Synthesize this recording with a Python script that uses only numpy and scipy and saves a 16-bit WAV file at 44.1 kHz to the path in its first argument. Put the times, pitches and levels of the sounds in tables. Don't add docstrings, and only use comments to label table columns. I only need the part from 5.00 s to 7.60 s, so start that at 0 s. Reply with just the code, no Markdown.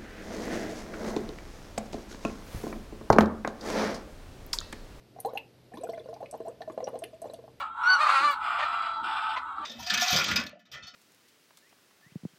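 import sys
import numpy as np
from scipy import signal
from scipy.fft import rfft, irfft
from scipy.io import wavfile

SR = 44100
rng = np.random.default_rng(int(sys.argv[2]) if len(sys.argv) > 2 else 0)


def generate_wav(sig):
    pcm = np.round(np.clip(np.atleast_2d(sig).T, -1, 1) * 32767).astype(np.int16)
    wavfile.write(sys.argv[1], SR, pcm)


N = 114660

# (frequency [Hz], relative density [dB])
AIR_SPECTRUM = [(25,-18),(45,-7.5),(125,1),(160,-3.5),(210,-3),(350,-0.5),(650,-9),(1100,-18.5),(4800,-21.5),(7000,-30.5),(14500,-31.5)]
# (time [s], pitch [Hz], level [dB], ring time [s], relative pitch rise [1/s])
RELEASES = [(.162,660,-40.5,0.011,12.5),(.187,717,-33.5,0.0069,5),(.248,681,-22.5,0.015,15.5),(.254,396.5,-30,0.031,14),
            (.285,965,-40,0.011,14),(.334,510,-29,0.0056,4),(.353,730,-29,0.017,8.5),
            (.718,680,-42,0.029,6.5),(.738,420,-42.5,0.01,22),(.739,222.5,-34.5,0.013,10.5),(0.771,236,-40.5,0.047,28),(0.771,947,-38.5,0.0087,13),(.809,499,-37,0.02,7.5),
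            (.834,623,-28.5,0.016,11.5),(.837,398,-32.5,0.025,10),(0.889,436,-29,0.0082,8),(.889,599.5,-32.5,.02,9),(.931,640,-34,0.021,3),
            (.974,619.5,-34.5,0.023,1),(1.000,410,-38,0.014,13),(1.058,550,-34.5,0.0077,-8),(1.086,439,-37.5,0.026,1.5),(1.087,587,-34,0.018,5.5),
            (1.129,691,-31.5,0.011,-1.5),(1.164,734,-36.5,0.005,28),(1.205,635.6,-34,0.019,18.5),(1.228,531,-26.5,0.0095,11),
            (1.327,599.6,-35,0.013,26.5),(1.340,688,-27,0.0052,34),(1.349,553,-32.5,0.008,8),
            (1.402,633,-37.5,0.015,2),(1.403,394,-29,0.0097,13.5),(1.450,562,-35,0.021,24.5),(1.471,617,-31.5,0.012,7.5),(1.48,376,-33,0.02,18.5),
            (1.606,619.4,-32,0.012,14.5),(1.619,730,-37.5,0.0047,4),(1.676,610,-30,0.017,2.5),(1.698,292.5,-37,0.013,28.5),(1.717,410,-43,0.024,12.5),
            (1.777,582,-22.5,0.0052,-6),(1.782,780,-33,0.0051,-10),(1.804,663,-27,0.0056,17),(1.827,465.5,-28,0.016,10.5),
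            (1.870,676,-31.5,0.013,29.5),(1.876,525,-22,0.0052,17),(1.931,456,-33.5,0.0084,19.5),(1.939,611,-32,0.018,12.5),(1.956,463,-28,0.0063,18),
            (2.020,637,-31,0.016,6),(2.037,344,-37,0.013,26),(2.050,423,-39.5,0.016,6.5),(2.131,616,-40.5,0.021,2.5),
            (2.218,612,-34.5,0.017,8),(2.242,628,-30.5,0.01,25.5),(2.256,497,-28.5,0.0088,29),(2.268,585,-36.5,0.008,-1),(2.298,528,-32,0.007,14),(2.334,605,-34,0.011,10),
            (2.389,503,-37,0.0072,-8),(2.439,590,-40,0.0074,10),(2.479,720,-38,0.0031,5)]
# (frequency [Hz], level re bubble [dB], T60 [s])
FLASK_MODES = [(277.4,-13.5,0.056),(456.4,-12,0.089),(636,-13,0.09),(1032.3,-20,0.096),(1326,-26.5,0.025),(1739,-31.5,0.049),(2794,-32.5,0.026),(3240,-43.5,0.07),(4098,-34,0.042),(6065,-34,0.015),(8460,-49,0.05)]
# (start [s], end [s], base level [dB])
FIZZ_SPELLS = [(0.181,0.44,-65),(0.721,1.009,-64),(1.039,2.386,-71.5)]
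# (time [s], cavity pitch [Hz], ring level [dB], snap level [dB])
FILM_POPS = [(0.201,9500,-33.5,-49),(0.202,12900,-42,-31.5),(.249,4120,-46.5,-54),(0.2595,11700,-47,-40),(.291,3830,-47,-65),(.335,13200,-51,-59),(0.3742,2635,-25.5,-32.5),(0.374,3040,-36.5,-44),(.375,12400,-42.5,-49.5),
             (0.7367,1750,-44,-63),(.772,3490,-57,-45.5),(0.836,7930,-38.5,-45),(0.87,1446,-39.5,-74),(0.8978,4300,-44,-60),(0.926,12600,-67,-56),(.935,2090,-42,-53.5),(0.9788,1680,-57,-47),(0.996,3495,-44.5,-61),(1.1402,4760,-44.5,-47.5),
             (1.259,2484,-44,-46.5),(1.311,7900,-39,-40),(1.4844,1810,-47,-59.5),(1.482,8080,-49,-49.5),(1.6178,3840,-42,-44),(1.619,1790,-37.5,-47),(1.6991,1070,-42,-39),
             (1.804,1980,-47,-53),(1.8427,5720,-32,-60),(1.871,2920,-56,-42),(1.8793,1275,-36,-37),(1.887,10620,-47.5,-52),(1.955,3460,-54,-52),
             (1.9892,8600,-59,-42.5),(2.0383,2690,-35,-34.5),(2.0385,10780,-36.5,-39.5),(2.217,8510,-43.5,-41.5),(2.299,4034,-45.5,-64),(2.3355,9400,-51,-43.5),(2.342,3640,-45,-47)]
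# (frequency [Hz], relative level [dB])
SNAP_SPECTRUM = [(1000,7),(3500,2.5),(6200,3),(7200,-12),(8300,2),(14500,-1.5)]
# (delay [s], gain [dB])
BENCH_ECHOES = [(.0062,-13)]
# (frequency [Hz], T60 [s])
TAIL_DECAY = [(150,0.78),(800,0.23),(2500,0.17),(12000,0.16)]
# (frequency [Hz], gain [dB])
TAIL_SPECTRUM = [(150,-2),(600,-10.5),(2500,-8.5),(12000,-15)]

AIR_DB, HUM_HZ, HUM_DB = -59.5, 124.1, -65.5
ATTACK_S, SWELL_SHARE, DAMP_EXPONENT, PINCH_S = 0.00018, 0.11, 1.4, 0.00058
WOBBLE_HZ, WOBBLE_PITCH_SHARE, WOBBLE_DB, SLOSH_SHARE = 90, 0.01, 0.9, 0.012
CAVITY_DECAY_S, SPLASH_DB, SPLASH_OCT = 0.0038, -6, 0.12
FIZZ_PER_S, FIZZ_LAG_S, FIZZ_SPREAD_DB, FIZZ_RARITY_FLOOR = 330, 0.014, 5, np.exp(-3.7)
SNAP_DECAY_S, SNAP_OCT = 0.0027, 0.4
SCATTER_S, SCATTER_DB, POP_COUPLING_DB = 0.0044, -7, -2.5


def amp(db):
    return 10 ** (np.asarray(db) / 20)


def lookup(table, hz):
    table_hz, values = np.transpose(table)
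    return np.interp(np.log(hz + 1), np.log(table_hz), values)


def add(mix, time_s, sound):
    part = mix[max(round(time_s * SR), 0):][:len(sound)]
    part += sound[:len(part)]


def noise(shape, size):
    x = irfft(rfft(rng.standard_normal(size)) * shape(np.fft.rfftfreq(size, 1 / SR)), size)
    return x / (x.std() + 1e-12)


def hump(hz, centre_hz, width_oct):
    return 1 / (1 + (np.log2((hz + 1) / centre_hz) / width_oct) ** 2)


def high_pass(x, hz):
    return signal.sosfilt(signal.butter(2, hz, "high", fs=SR, output="sos"), x)


def background():
    air = noise(lambda f: amp(lookup(AIR_SPECTRUM, f)), N)
    hum = np.sqrt(2) * np.sin(2 * np.pi * HUM_HZ * np.arange(N) / SR)
    return amp(AIR_DB) * air + amp(HUM_DB) * hum


def wobble(size):
    return noise(lambda f: np.exp(-(f / WOBBLE_HZ) ** 2), size)


def bubbles():
    out, t = np.zeros(N), np.arange(SR // 7) / SR
    for time_s, hz, db, ring_s, rise_per_s in RELEASES:
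        swell = 1 - np.exp(-t / (ATTACK_S + SWELL_SHARE * ring_s))
        decay = np.exp(-(t / ring_s) ** DAMP_EXPONENT)
        envelope = swell * decay * amp(WOBBLE_DB * wobble(len(t)))
        pitch_hz = hz * (1 + rise_per_s * t + WOBBLE_PITCH_SHARE * wobble(len(t)))
        ring = envelope * np.sin(2 * np.pi * np.cumsum(pitch_hz) / SR)
        knock = flask(t, slosh_ratio=1 + SLOSH_SHARE * rng.standard_normal())
        add(out, time_s, amp(db) * (ring + knock))
    return high_pass(out, hz=214)


def flask(t, slosh_ratio=1):
    modes = sum(amp(db - 60 * t / t60_s) * np.sin(2 * np.pi * hz * slosh_ratio * t)
                for hz, db, t60_s in FLASK_MODES)
    return (1 - np.exp(-t / PINCH_S)) * modes


def cavity(hz, t):
    envelope = (1 - np.exp(-t / PINCH_S)) * np.exp(-t / CAVITY_DECAY_S)
    splash = noise(lambda f: hump(f, hz, SPLASH_OCT), len(t))
    return envelope * (np.sin(2 * np.pi * hz * t) + amp(SPLASH_DB) * splash) / np.sqrt(2)


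def fizz(low_hz=1400, high_hz=13500):
    out, t = np.zeros(N), np.arange(SR // 50) / SR
    for start_s, end_s, base_db in FIZZ_SPELLS:
        releases_s = [row[0] for row in RELEASES if start_s <= row[0] < end_s]
        count = int((end_s - start_s) * FIZZ_PER_S)
        for which, wait, pitch, rarity in rng.random((count, 4)):
            time_s = releases_s[int(which * len(releases_s))] - FIZZ_LAG_S * np.log(1 - wait)
            db = base_db - FIZZ_SPREAD_DB * np.log(rarity + FIZZ_RARITY_FLOOR)
            hz = low_hz * (high_hz / low_hz) ** pitch
            add(out, time_s, amp(db) * cavity(hz, t))
    return out


def snap(cavity_hz, t):
    burst = noise(lambda f: amp(lookup(SNAP_SPECTRUM, f)) * hump(f, cavity_hz, SNAP_OCT), len(t))
    return burst * (1 - np.exp(-t / PINCH_S)) * np.exp(-t / SNAP_DECAY_S)


def pops():
    rings, crackle, t = np.zeros(N), fizz(), np.arange(SR // 10) / SR
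    for time_s, hz, ring_db, snap_db in FILM_POPS:
        add(rings, time_s, amp(ring_db) * cavity(hz, t))
        add(crackle, time_s, amp(snap_db) * snap(hz, t))
    walls = rng.standard_normal(len(t)) * np.sqrt(t) * np.exp(-t / SCATTER_S)
    scattered = signal.fftconvolve(crackle, walls / np.linalg.norm(walls))[:N]
    surface = rings + crackle + amp(SCATTER_DB) * scattered
    upper_modes = signal.fftconvolve(high_pass(surface, hz=4000), flask(t))[:N]
    return surface + amp(POP_COUPLING_DB) * upper_modes


def room(direct, predelay_s=0.005):
    out = direct.copy()
    for delay_s, db in BENCH_ECHOES:
        add(out, delay_s, amp(db) * direct)
    hz, t, spectra = signal.stft(rng.standard_normal(SR // 2), SR, nperseg=256)
    t60_s = lookup(TAIL_DECAY, hz)[:, None]
    envelope = amp(lookup(TAIL_SPECTRUM, hz)[:, None] - 60 * t / t60_s)
    energy_norm = np.sqrt(2 * np.log(1000) / (t60_s * SR))
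    _, tail = signal.istft(spectra * envelope * energy_norm, SR, nperseg=256)
    add(out, predelay_s, signal.fftconvolve(direct, tail))
    return out


def scene():
    return (background() + room(bubbles() + pops()))[None]


def record(dry, cutoff_hz=14350):
    low_pass = signal.firwin(301, cutoff_hz, window=("kaiser", 8), fs=SR)
    return signal.oaconvolve(dry, low_pass[None], "same")


dry = scene()
out = record(dry)
generate_wav(out)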